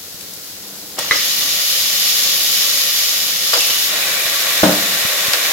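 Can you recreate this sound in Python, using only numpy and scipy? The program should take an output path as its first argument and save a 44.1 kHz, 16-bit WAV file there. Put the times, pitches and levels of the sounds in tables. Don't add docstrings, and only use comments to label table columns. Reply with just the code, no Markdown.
import sys
import numpy as np
from scipy import signal
from scipy.fft import rfft, irfft, next_fast_len
from scipy.io import wavfile
from scipy.ndimage import uniform_filter1d

SR = 44100
rng = np.random.default_rng(int(sys.argv[2]) if len(sys.argv) > 2 else 0)


def inscribe(sig):
    pcm = np.round(np.clip(np.atleast_2d(sig).T, -1, 1) * 32767)
    wavfile.write(sys.argv[1], SR, pcm.astype(np.int16))


N = 243599
TIME = np.arange(N) / SR
SIZE = next_fast_len(N + SR)
FREQ = np.maximum(np.arange(SIZE // 2 + 1) * SR / SIZE, 1)

# start_s [s], level_db [dB, before swelling], cooling_db_per_s [dB/s]
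LANDINGS = [(0.979, -24.3, 3.5), (1.11, -21, 3), (3.52, -22.5, 1.7)]


def meat():
    # pitch_hz [Hz], level_db [relative dB per Hz]
    open_colour = [(180, -27), (300, -23), (342, -24), (545, -12), (940, -22.5), (1170, -16.5),
                   (1620, -18.5), (1850, -7.5), (2580, -4.5), (3000, -0.5), (5180, 0.5), (6970, -1),
                   (8230, -14), (11700, -1), (15700, -9.5)]
    # pitch_hz [Hz], level_db [relative dB per Hz]
    covered_colour = [(180, -66), (300, -18.5), (360, -16), (653, -5.5), (895, -14.5), (1130, -4),
                      (1270, -10.5), (1950, 2), (3100, -1), (3720, 3), (4610, -2), (6860, -3), (8650, -14),
                      (13100, -9.5), (15700, -18)]
    # [dB, negative for a dip]
    pot_air = [(553, 74, 3), (631, 33, 2.5), (1151, 14, 6.5), (1344, 140, 3.5), (1540, 70, 1),
               (1590, 96, 2), (1906, 65, 3), (2094, 180, -2), (2325, 110, 2.5), (2970, 240, 2.5),
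               (3500, 170, 1), (4120, 92, 1.5), (4950, 140, 4), (5340, 140, 5)]
    # time_s [s], covered_share [0-1]
    cover_steps = [(3.5, 0.2), (3.6, 0.26), (3.86, 0.43), (3.93, 0.96)]
    cover = np.clip(np.interp(TIME, *np.transpose(cover_steps)), 0, 1)

    sizzle_db = boil(rise_s=0.0056)
    spray_db = boil(rise_s=0.098) - 2.5
    covered_s = np.cumsum(cover) / SR
    bubbling_db = -31 + 0.22 * (sizzle_db - sizzle_db.max()) + 1.34 * covered_s

    air_db = sum(db / (1 + (2 * (FREQ - hz) / width) ** 2) for hz, width, db in pot_air)
    bursts = echo(pops(per_s=20000, spread_db=2.4), t60=0.12, wet_db=-13)
    fry = colour(bursts * (1 - cover), even(shape(open_colour) + air_db))
    fry += colour(bursts * cover, even(shape(covered_colour) + air_db))

    low_pass = signal.butter(3, 2300, fs=SR, output="sos")
    high_pass = signal.butter(3, 8500, "high", fs=SR, output="sos")
    low = signal.sosfiltfilt(low_pass, fry)
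    high = signal.sosfiltfilt(high_pass, fry)
    middle = fry - low - high
    bubbling = steady(low) * amp(bubbling_db + 5 * cover + surge())
    sizzle = steady(middle) * amp(sizzle_db - 4.5 * cover + surge())
    spray = steady(high) * amp(spray_db - 3 * cover + surge())

    lull_s, lull_width_s, lull_db = 3.39, 0.061, -1.6
    dip_db = lull_db * np.exp(-((TIME - lull_s) / lull_width_s) ** 2)
    heave_db = 0.35 * walk(7)
    first_landing_s = LANDINGS[0][0]
    return (bubbling + sizzle + spray) * amp(dip_db + heave_db) * (TIME > first_landing_s)


def boil(rise_s):
    swell_db, swell_s = 10, 0.99
    power = 1e-12
    for start_s, level_db, cooling_db_per_s in LANDINGS:
        age = np.maximum(TIME - start_s, 0)
        heat_db = swell_db * (1 - np.exp(-age / swell_s)) - cooling_db_per_s * age
        catching = 1 - np.exp(-age / rise_s)
        power = power + amp(level_db + heat_db) ** 2 * catching
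    return 10 * np.log10(power)


def surge():
    return 0.5 * walk(35)


def oil():
    # pitch_hz [Hz], level_db [relative dB per Hz]
    oil_colour = [(290, -35), (500, -7.5), (840, -19), (1090, -10), (1430, -3), (1750, -4), (1910, -2),
                  (2340, -3.5), (5250, 2.5), (7970, -1.5), (8690, -9), (10600, 0.5), (15700, -1.5)]
    fizz = pops(per_s=16000, spread_db=2.0)
    level_db = -30.5 + 0.18 * walk(25.7)
    return colour(fizz, even(shape(oil_colour))) * amp(level_db)


def slaps():
    # [Hz, centre]
    slap_times = [(0.97, -30, 650), (0.9858, -19.5, 750), (1.045, -29, 700), (1.15, -26, 1300),
                  (3.532, -11.5, 1200), (3.553, -19.5, 1500), (3.573, -22, 650), (3.694, -26, 800),
                  (4.635, -14.5, 1800), (4.657, -17, 2000), (5.336, -16.5, 1700)]
    out = 0
    for start_s, level_db, pitch_hz in slap_times:
        out = out + flurry(start_s, level_db, t60=0.1, hz=pitch_hz, octaves=0.99)
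        out = out + flurry(start_s, level_db - 7.5, t60=0.16, hz=560, octaves=0.19)
    return out


def spits():
    # [Hz, centre]
    spit_times = [(.209, -26.5, 5000), (.3357, -27, 8000), (0.989, -13, 6000), (3.538, -14, 4470),
                  (3.607, -13, 5500), (5.334, -7, 3280)]
    return sum(flurry(start_s, db, t60=0.042, hz=hz, octaves=0.93) for start_s, db, hz in spit_times)


def squeaks():
    # [s, time to fade by 60 dB]
    squeak_times = [(1.1605, -11.5, 5300, .025), (3.477, -14, 5300, .03), (3.538, -11, 4870, 0.091),
                    (3.588, -12, 5260, 0.034), (3.6, -22.5, 2700, .7), (3.701, -23, 2970, 0.77),
                    (4.017, -22.5, 2450, 0.34), (4.165, -21, 2360, .45)]
    return sum(flurry(start_s, db, t60, hz, octaves=0.056) for start_s, db, hz, t60 in squeak_times)


def ladle(start=1.1105):
    # pitch_hz [Hz], level_db [relative dB per Hz]
    clack_colour = [(60, -27), (250, -8), (500, 6.5), (800, -13), (1250, 2.5), (2000, 2.5), (2700, -7),
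                    (4200, -8), (9000, -33)]
    # pitch_hz [Hz], level_db [relative dB], t60_s [s]
    ladle_modes = [(525, -25, 0.15), (1246, -13, 0.11), (1776, -16, 0.12), (2010, 3.5, 0.069),
                   (2100, -4, 0.12), (2200, -14, 0.14), (2490, -16, 0.12), (3170, -15, .12), (3940, -7, .1),
                   (4030, -27, .12)]
    strike = amp(-5.5) * fade(start, 0.012)
    shiver = amp(-12.5) * fade(start, 0.13)
    crack = colour(noise() * (strike + shiver), even(shape(clack_colour)))
    return crack + amp(-7.5) * ring(start, ladle_modes, lag=0.00008)


def knock(rise=0.0015):
    # start_s [s], level_db [relative dB]
    blows = [(4.632, -12.5), (4.693, -22.5), (4.72, -33)]
    # pitch_hz [Hz], level_db [relative dB per Hz]
    knock_colour = [(15, -46), (45, -18), (110, -10), (200, 2), (300, -1.5), (420, -9.5), (600, -0.5),
                    (900, -11), (1500, -13), (4000, -36)]
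    # pitch_hz [Hz], level_db [relative dB], t60_s [s]
    pot_modes = [(131, -10, .13), (186.9, -1, 0.69), (214, -12, 0.61), (268, 9, 0.042), (299.6, 1, .4),
                 (310, -10, 0.35), (452, -13, 0.4), (540.5, 0, 0.24), (605, 10, 0.034), (592, -10, 0.41),
                 (675, -8.5, 0.54), (710, -9, 0.21), (762, -6, 0.18), (880, -11, 0.23), (905, -11, 0.28),
                 (1260, -10, 0.41), (1495, 4, .05)]
    out = 0
    for start_s, level_db in blows:
        scrape_level = amp(-1) * fade(start_s, 0.071) + amp(-2.0) * fade(start_s, 0.55)
        scrape = colour(rng.standard_normal(N) * scrape_level, even(shape(knock_colour)))
        boom = scrape + ring(start_s, pot_modes, lag=0.0003)
        onset = np.clip((TIME - start_s) / rise, 0, 1)
        out = out + amp(level_db) * boom * onset
    out = signal.sosfilt(signal.butter(1, 130, "high", fs=SR, output="sos"), out)
    left_right_db = 1.5 + 0.45 * np.array([[1], [-1]])
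    return out * amp(left_right_db)


def bumps(length=0.0017):
    # start_s [s], level_db [relative dB], left_share [0-1, 1 is left only]
    nudges = [(0.144, -28, 1), (4.254, -27, 1), (5.051, -16, 1), (5.283, -18, 1)]
    out = 0
    for start_s, level_db, left_share in nudges:
        age = (TIME - start_s) / length - 1
        swing = 2 * age * np.exp(-age ** 2)
        out = out + amp(level_db) * np.array([[left_share], [1 - left_share]]) * swing
    return signal.sosfilt(signal.butter(1, 70, "high", fs=SR, output="sos"), out)


def stove():
    # pitch_hz [Hz], level_db [relative dB per Hz]
    stove_colour = [(25, -58), (45, -26), (85, -2.5), (130, -6.5), (195, 3.5), (250, -9), (295, 3),
                    (335, -5), (450, -1.5), (700, -6.5), (1100, -12.5), (2500, -45)]
    level_db = -40.5 + 1.76 * walk(5.12)
    return colour(noise(), even(shape(stove_colour))) * amp(level_db)


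def ports(x):
    # pitch_hz [Hz], side_minus_mid_db [dB added to the side]
    width = [(60, -14), (250, -18.5), (550, -21), (900, -5.5), (1250, -0.5), (2400, -4.5), (3600, 1),
             (4200, 3.5), (5200, 0), (15000, 0)]
    # pitch_hz [Hz], left_minus_right_db [dB at depth 1]
    tilt = [(500, 0), (1700, 0.4), (2800, -2), (4000, -2.5), (5200, -.5), (6000, 4.5), (8600, 10),
            (10500, 3), (13000, 3), (15500, -3)]
    mid, side = (x[0] + x[1]) / 2, (x[0] - x[1]) / 2
    side = irfft(rfft(side, SIZE) * amp(shape(width)), SIZE)[:N]
    pair = rfft(np.array([mid + side, mid - side]), SIZE)

    def shaded(depth):
        gains = amp(depth * shape(tilt) * np.array([[1], [-1]]) / 2)
        gains = gains / np.sqrt(np.mean(gains ** 2, axis=0))
        return irfft(pair * gains, SIZE)[:, :N]

    turn = np.interp(TIME, [0.95, 1.05, 3.8, 3.93], [1, 0, 0, 1])
    return shaded(depth=0.92) * (1 - turn) + shaded(depth=1.47) * turn


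def echo(x, t60, wet_db):
    tail = (noise() * fade(0.00075, t60))[:, :SR // 2]
    tail /= np.sqrt(np.sum(tail ** 2, axis=1, keepdims=True))
    return x + amp(wet_db) * signal.fftconvolve(x, tail, axes=1)[:, :N]


def pops(per_s, spread_db):
    size = amp(spread_db * np.minimum(rng.exponential(size=N), 6.5))
    bursting = rng.random(N) < per_s / SR
    size *= rng.choice([-1, 1], N) * bursting
    arrival = (np.arange(N) + rng.integers(-14, 15, N)) % N
    return unit(np.array([size, np.bincount(arrival, size, N)]))


def flurry(start, db, t60, hz, octaves):
    band_db = -10 * np.log10(1 + (np.log2(FREQ / hz) / octaves) ** 4)
    rush = rfft(noise() * fade(start, t60), SIZE)
    return irfft(rush * amp(db + even(band_db)), SIZE)[:, :N]


def ring(start, modes, lag):
    age = TIME[:SR] - np.array([[0], [lag]])
    tone = 0
    for hz, db, t60 in modes:
        decay = np.exp(-np.log(1000) * age / t60)
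        tone = tone + amp(db) * np.sin(2 * np.pi * hz * age) * decay
    return np.pad(tone * (age > 0), ((0, 0), (int(start * SR), N)))[:, :N]


def steady(x):
    return x / np.sqrt(uniform_filter1d(np.mean(x ** 2, axis=0), size=SR // 4))


def walk(rate):
    hold = int(SR / rate)
    steps = np.repeat(rng.standard_normal(N // hold + 1), hold)
    return unit(uniform_filter1d(steps, hold)[:N])


def fade(start, t60):
    return (TIME >= start) * np.exp(-np.log(1000) * np.maximum(TIME - start, 0) / t60)


def noise():
    return rng.standard_normal((2, N))


def colour(x, db):
    cepstrum = irfft(np.log(amp(db)), SIZE)
    cepstrum[1:SIZE // 2] *= 2
    cepstrum[SIZE // 2 + 1:] = 0
    return irfft(rfft(x, SIZE) * np.exp(rfft(cepstrum)), SIZE)[..., :N]


def shape(points):
    hz, db = np.transpose(points)
    return np.interp(np.log(FREQ), np.log(hz), db)


def even(db):
    return db - 10 * np.log10(np.mean(amp(db) ** 2))


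def amp(db):
    return 10 ** (np.asarray(db) / 20)


def unit(x):
    return x / np.sqrt(np.mean(x ** 2))


def scene():
    hits = echo(slaps() + spits() + squeaks() + ladle(), t60=0.57, wet_db=-6.5)
    through_air = ports(meat() + oil() + hits + stove())
    return through_air + knock() + bumps()


def record(dry):
    top_hz = 15850
    rounded = dry / (1 + dry ** 8) ** (1 / 8)
    low_pass = signal.ellip(10, 0.05, 50, top_hz, fs=SR, output="sos")
    return signal.sosfiltfilt(low_pass, rounded)


dry = scene()
out = record(dry)
inscribe(out)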